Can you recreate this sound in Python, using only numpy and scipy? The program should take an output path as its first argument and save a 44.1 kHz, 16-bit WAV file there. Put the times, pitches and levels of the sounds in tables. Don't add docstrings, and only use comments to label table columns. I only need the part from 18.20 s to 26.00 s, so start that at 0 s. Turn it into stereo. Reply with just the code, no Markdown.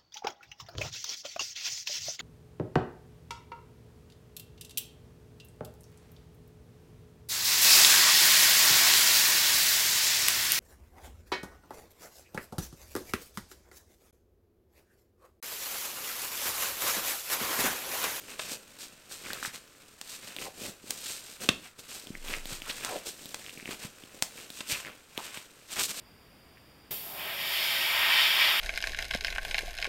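import sys
import numpy as np
from scipy import signal
from scipy.fft import rfft, irfft, next_fast_len
from scipy.io import wavfile
from scipy.ndimage import uniform_filter1d, map_coordinates

SR = 44100
rng = np.random.default_rng(int(sys.argv[2]) if len(sys.argv) > 2 else 0)


def unload_audio(sound):
    columns = np.transpose(np.atleast_2d(sound))
    steps = np.round(np.clip(columns, -1, 1) * 32767)
    wavfile.write(sys.argv[1], SR, steps.astype(np.int16))


N = 343980

# start in seconds, level in dB, ring in Hz.
POPS = [(1.062, -31, 2240), (1.104, -28, 1560), (1.1327, -15.5, 4230), (1.228, -22, 1490),
        (1.2503, -20, 1710), (2.1648, -19.5, 3240), (2.1863, -22, 2600), (3.2345, -23.5, 6200),
        (3.871, -28, 3180), (3.952, -27, 2090), (4.0836, -22, 3270), (4.2561, -22, 3730),
        (4.4198, -22, 2800), (5.057, -23, 3720), (5.375, -31.5, 2460), (5.4267, -35, 2480),
        (5.4568, -23, 2550), (5.477, -28, 2190), (5.837, -34, 3220), (6.303, -23.5, 3580),
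        (6.9771, -14, 3120), (7.174, -25.5, 2620)]
# start in seconds, level in dB, time scale of the contacts in seconds,
# brightness in dB per octave above 1500 Hz, cuff tension from 0 to 1.
SNAPS = [(0.1932, -24, 0.0045, -3, 0.5), (1.8133, -25, 0.0012, 2.5, 0.27), (2.7065, -15.5, 0.0014, 5, 0),
         (3.289, -6.5, 0.0022, -0.7, 0.96), (4.648, -17, 0.00091, 1.5, 0), (5.1442, -22, 0.0015, 0.5, 0),
         (6.0238, -8, 0.00082, 3, 0), (6.406, -27, 0.0039, -1, 0.8)]


def amp(db):
    return 10 ** (np.asarray(db) / 20)


def unit(x):
    return x / np.sqrt(np.mean(x ** 2) + 1e-20)


def along(points, hz):
    point_hz, values = np.transpose(points)
    return np.interp(np.log(hz + 1), np.log(point_hz), values)


def wobble(rate):
    knots = rng.standard_normal(N // 10)
    return unit(map_coordinates(knots, [np.arange(N) * rate / SR], order=2, mode="wrap"))


def colour(x, gain_db):
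    size = 4096
    cepstrum = irfft(np.log(amp(gain_db(np.fft.rfftfreq(size, 1 / SR)))))
    cepstrum[1:size // 2] *= 2
    cepstrum[size // 2:] = 0
    impulse_response = irfft(np.exp(rfft(cepstrum)))
    return signal.fftconvolve(x, impulse_response)[:len(x)]


def add(track, s, sound):
    part = track[round(s * SR):][:len(sound)]
    part += sound[:len(part)]


def ping(t, hz, cycles):
    u = t * hz / cycles
    return (u * np.exp(1 - u)) ** 2 * np.sin(2 * np.pi * hz * t)


def quiet_air():
    # frequency in Hz, gain in dB.
    quiet_curve = [(25, 7.5), (100, 5), (400, -14), (1500, 3), (8000, -47), (15000, -61)]
    noise = rng.standard_normal(N)
    return amp(-65.5) * unit(colour(noise, lambda hz: along(quiet_curve, hz)))


def room(x):
    # frequency in Hz, time to fall by 60 dB in seconds.
    decay_times = [(200, 0.38), (3000, 0.29), (8000, 0.28), (15000, 0.34)]
    wall_delay = 0.0037
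    hz, t, z = signal.stft(rng.standard_normal(SR // 2), SR, nperseg=256)
    decay = amp(-60 * t / along(decay_times, hz)[:, None])
    tail = signal.istft(z * decay, SR, nperseg=256)[1]
    tail = np.pad(tail, (round(wall_delay * SR), 0))
    return signal.fftconvolve(x, tail / np.linalg.norm(tail))[:N]


def low_throb():
    t = np.maximum(np.arange(N) / SR - 3.89, 0)
    u = t / 0.22
    swell = (u * np.exp(1 - u)) ** 2
    return amp(-38.0) * swell * np.sin(2 * np.pi * 20.0 * t)


def slaps():
    # start in seconds, level in dB, pitch in Hz.
    film_slaps = [(1.276, -39.5, 157), (2.495, -37, 205), (2.641, -38.5, 300), (3.291, -25.5, 109),
                  (3.904, -29, 210), (4.322, -34.5, 127), (5.49, -27.5, 296), (5.649, -32, 158),
                  (6.522, -34.5, 100), (6.978, -28.5, 326)]
    puff_db, puff_hz = -38, 270
    thud_db, thud_taut_db, thud_hz = -25.5, 15.5, 229
    track, t = np.zeros(N), np.arange(SR // 20) / SR
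    puffs = [(s, puff_db, puff_hz) for s, _, _ in POPS]
    thuds = [(s, db + thud_db + thud_taut_db * tension, thud_hz) for s, db, _, _, tension in SNAPS]
    for s, db, hz in film_slaps + puffs + thuds:
        add(track, s, amp(db) * ping(t, hz, cycles=0.41))
    return track


def creaks():
    # start in seconds,
    # length in seconds, level in dB, first pitch in Hz, last pitch in Hz, typical slips a second.
    drags = [(1.04, 0.14, -38, 2150, 1440, 180), (1.229, 0.085, -37.5, 1400, 2020, 206),
             (2.25, 0.04, -38, 960, 546, 250), (4.13, 0.021, -22.5, 2770, 2550, 207),
             (4.44, 0.093, -41.5, 1330, 1470, 360), (4.494, 0.024, -28, 3460, 3600, 1000),
             (4.646, 0.11, -38.5, 1360, 790, 310), (4.682, 0.1, -34, 600, 495, 315),
             (5.238, 0.081, -33, 2430, 2540, 110), (5.388, 0.026, -37.5, 2750, 2650, 160),
             (6.493, 0.07, -25.5, 2800, 2620, 395), (6.641, 0.055, -29, 2080, 1580, 104),
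             (6.978, 0.028, -35.5, 1220, 800, 287)]
    track, t = np.zeros(N), np.arange(SR // 40) / SR
    for s, length, db, first_hz, last_hz, rate in drags:
        gap, strength, pitch = rng.standard_normal((3, SR // 500))
        progress = np.cumsum(np.exp(0.14 * gap)) / (rate * length)
        for u, blow, detune in zip(progress[progress < 1], strength, pitch):
            hz = (first_hz + u * (last_hz - first_hz)) * np.exp(0.13 * detune)
            slip = ping(t, hz, cycles=1.0) + 0.6 * ping(t, 3960, cycles=0.62)
            swell = np.sqrt(np.sin(np.pi * u))
            add(track, s + u * length, amp(db + 4.2 * blow) * swell * slip)
    return track


def pops():
    track, t = np.zeros(N), np.arange(SR // 40) / SR
    for s, db, hz in POPS:
        tight = min(hz / 3700, 1) ** 3
        tick = rng.choice([-1, 1], len(t)) * np.exp(-t / 0.0018)
        cycles = np.interp(db, [-30, -20], [1.7, 0.9])
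        chirp = (1 - tight / 2) * ping(t, hz, cycles)
        push = 0.12 * ping(t, 540, cycles=0.64)
        add(track, s, amp(db) * (chirp + 0.26 * tight * tick + push))
    return track


def snaps():
    # centre in Hz, half width in Hz, lift in dB.
    cuff_modes = [(1500, 99, 4), (2670, 200, 11.5), (3570, 300, 14)]
    # frequency in Hz, gain in dB.
    crack_curve = [(150, -0.5), (700, 7), (4000, 5), (8700, 2), (10500, -8), (14000, -10.5)]
    track, t = np.zeros(N), np.arange(SR // 12) / SR

    def cuff_db(f):
        return sum(lift / (1 + ((f - hz) / width) ** 2) for hz, width, lift in cuff_modes)

    for s, db, decay, bright_db, tension in SNAPS:
        landing = np.exp(-(t / decay - 0.4) ** 2 / 2)
        settling = 0.13 * np.exp(-t / 0.012)
        contacts = rng.choice([-1, 1], len(t)) * (landing + settling)
        power = np.abs(rfft(contacts, 4096)) ** 2
        uneven_db = 10 * np.log10(uniform_filter1d(power, size=60))

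        def rubber_db(hz):
            brightness = bright_db * np.log2(np.maximum(hz, 1500))
            return along(crack_curve, hz) + tension * cuff_db(hz) + brightness

        crack = colour(contacts, lambda hz: rubber_db(hz) - uneven_db)
        add(track, s, amp(db - 4.5) * np.sqrt(decay * SR) * crack / np.linalg.norm(crack))
    return track


def grains(spectrum, rate, spread_db, smooth):
    moments = rng.random(N) < rate / SR
    sizes = amp(spread_db * np.clip(rng.standard_normal(N), -2, 2))
    slips = moments * sizes * rng.choice([-1, 1], N)
    force = np.sqrt(1 - smooth) * unit(slips) + np.sqrt(smooth) * rng.standard_normal(N)
    return unit(colour(force, lambda hz: along(spectrum, hz)))


def wrinkles():
    track, t = np.zeros(N), np.arange(SR // 100) / SR
    tension = wobble(11)
    for place, size, detune in rng.standard_normal((450, 3)):
        at = int(place * N) % N
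        hz = 2400 * np.exp(0.056 * tension[at] + 0.13 * detune)
        add(track, at / SR, amp(-3.0 + 10.5 * np.clip(size, -2, 2)) * ping(t, hz, cycles=0.75))
    return track


def effort():
    # time of fastest motion in seconds, rise in seconds,
    # fall in seconds, hiss in dB, crinkling in dB over the hiss, flapping in dB over the hiss.
    strokes = [(.1, 0.025, 0.041, -44.5, -1, -4.5), (0.204, 0.013, 0.099, -42, -4, -14),
               (.335, 0.063, 0.022, -39, -6.5, -11.5), (.63, .035, 0.033, -42.5, -9.5, -15),
               (.925, 0.021, .08, -43.5, -8, -15.5), (1.11, 0.1, 0.13, -46, -1.5, -5),
               (1.255, 0.045, 0.031, -38.5, -6, -16), (1.348, 0.014, 0.035, -43, -5.5, -10),
               (1.946, .09, 0.032, -43.5, -9, -17), (2.085, 0.1, 0.076, -48, -2, -8.5),
               (2.223, 0.04, 0.05, -41.5, -3, -2), (2.462, 0.079, 0.047, -41, -6, -4),
               (2.71, 0.056, 0.064, -47, -8, -7.5), (2.912, 0.13, 0.085, -38.5, -10, -18),
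               (3.09, .06, 0.091, -48.5, -8, -15), (3.228, 0.021, 0.046, -41.5, -5, -2.5),
               (3.449, 0.025, 0.049, -51.5, -0.5, -21), (3.594, 0.0086, 0.021, -45.5, -9, -4),
               (3.725, 0.047, 0.11, -43.5, -8.5, -16.5), (4.123, 0.069, 0.065, -42.5, 0, -4.5),
               (4.321, 0.052, 0.049, -40.5, -5, -10), (4.503, 0.024, 0.013, -38.5, -3, -8),
               (4.701, 0.23, 0.087, -42.5, -1.5, -9), (4.878, 0.023, 0.032, -39.5, -11.5, -7),
               (5.15, 0.51, 0.39, -51.5, -8.5, -6.5), (5.519, 0.04, 0.034, -44, 1, -5),
               (5.65, 0.051, 0.027, -43.5, -2, -9.5), (5.95, 0.029, 0.066, -55, -6, -2),
               (6.2, 0.08, 0.074, -49, -3.5, -5.5), (6.391, 0.069, 0.039, -45, -8.5, -12.5),
               (6.517, 0.03, 0.025, -32, -18, -14), (6.571, 0.091, 0.065, -43.5, 0, -14.5),
               (6.67, 0.021, 0.08, -60, 11, 9), (7.061, 0.092, 0.055, -45.5, -1, -11.5),
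               (7.15, 0.03, 0.07, -46, -0.5, -19), (7.526, 0.031, 0.079, -40.5, -6, -21),
               (7.605, 0.036, 0.016, -32, -1, -11), (7.638, 0.042, 0.022, -28, -16.5, -22),
               (7.709, 0.023, 0.012, -34, -8.5, -14), (7.79, 0.057, .05, -38.5, -9.5, -16)]
    # time in seconds, level in dB.
    fidget = [(0, -52.5), (.45, -58), (1.7, -60.5), (2.1, -61), (3.4, -58), (3.55, -67.5), (3.65, -56.5),
              (4.0, -56.5), (5.8, -58), (6.9, -61.5), (7.8, -56.5)]
    # hiss, crinkling and flapping, each in dB over the rustle level.
    fidget_colour = (-0.5, -4, -4.5)
    stroke_shape = 1.64
    t = np.arange(N) / SR
    power = np.outer(amp(fidget_colour), amp(np.interp(t, *np.transpose(fidget)))) ** 2
    for s, rise, fall, db, crinkle_db, flap_db in strokes:
        near = slice(*np.searchsorted(t, [s - 4 * rise, s + 4 * fall]))
        away = np.maximum((s - t[near]) / rise, (t[near] - s) / fall)
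        speed = np.exp(-away ** stroke_shape)
        power[:, near] += np.outer(amp([db, db + crinkle_db, db + flap_db]), speed) ** 2
    return 10 * np.log10(power)


def rubbing():
    # frequency in Hz, gain in dB.
    hiss_curve = [(1200, -25), (2600, -9), (3800, -1.5), (6500, -3.5), (8500, -1), (10200, -12),
                  (13000, -8), (15500, -19.5)]
    crinkle_curve = [(350, -9.5), (700, -3.5), (1600, 1), (2000, -0.5), (2600, 4.5), (3500, -3),
                     (5500, -22.5)]
    flap_curve = [(25, -9.5), (70, -5.5), (170, -0.5), (280, 1), (400, 0.5), (550, 1), (1200, -21.5)]
    hiss_db, crinkle_db, flap_db = effort()
    grip_db = 1.3 * wobble(130)
    slide = grains(hiss_curve, rate=1500, spread_db=5.5, smooth=0.45)
    buckle = grains(crinkle_curve, rate=650, spread_db=5, smooth=0.35)
    flap = grains(flap_curve, rate=200, spread_db=3.0, smooth=0.32)
    hiss = amp(hiss_db + grip_db) * slide
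    crinkle = amp(crinkle_db + grip_db + 0.63) * buckle + amp(crinkle_db) * wrinkles()
    return hiss + crinkle + amp(flap_db + grip_db + 0.5) * flap


def scene():
    gloves = rubbing() + pops() + snaps() + slaps() + creaks()
    mid = gloves + amp(-11.0) * room(gloves) + quiet_air() + low_throb()
    side = colour(room(gloves), lambda hz: along([(2500, -24.5), (13000, -16.5)], hz))
    return np.array([mid + side, mid - side])


def record(dry):
    top_hz = 15800
    size = next_fast_len(N + SR // 2)
    kept = np.fft.rfftfreq(size, 1 / SR) < top_hz
    return irfft(rfft(dry, size) * kept, size)[:, :N]


dry = scene()
out = record(dry)
unload_audio(out)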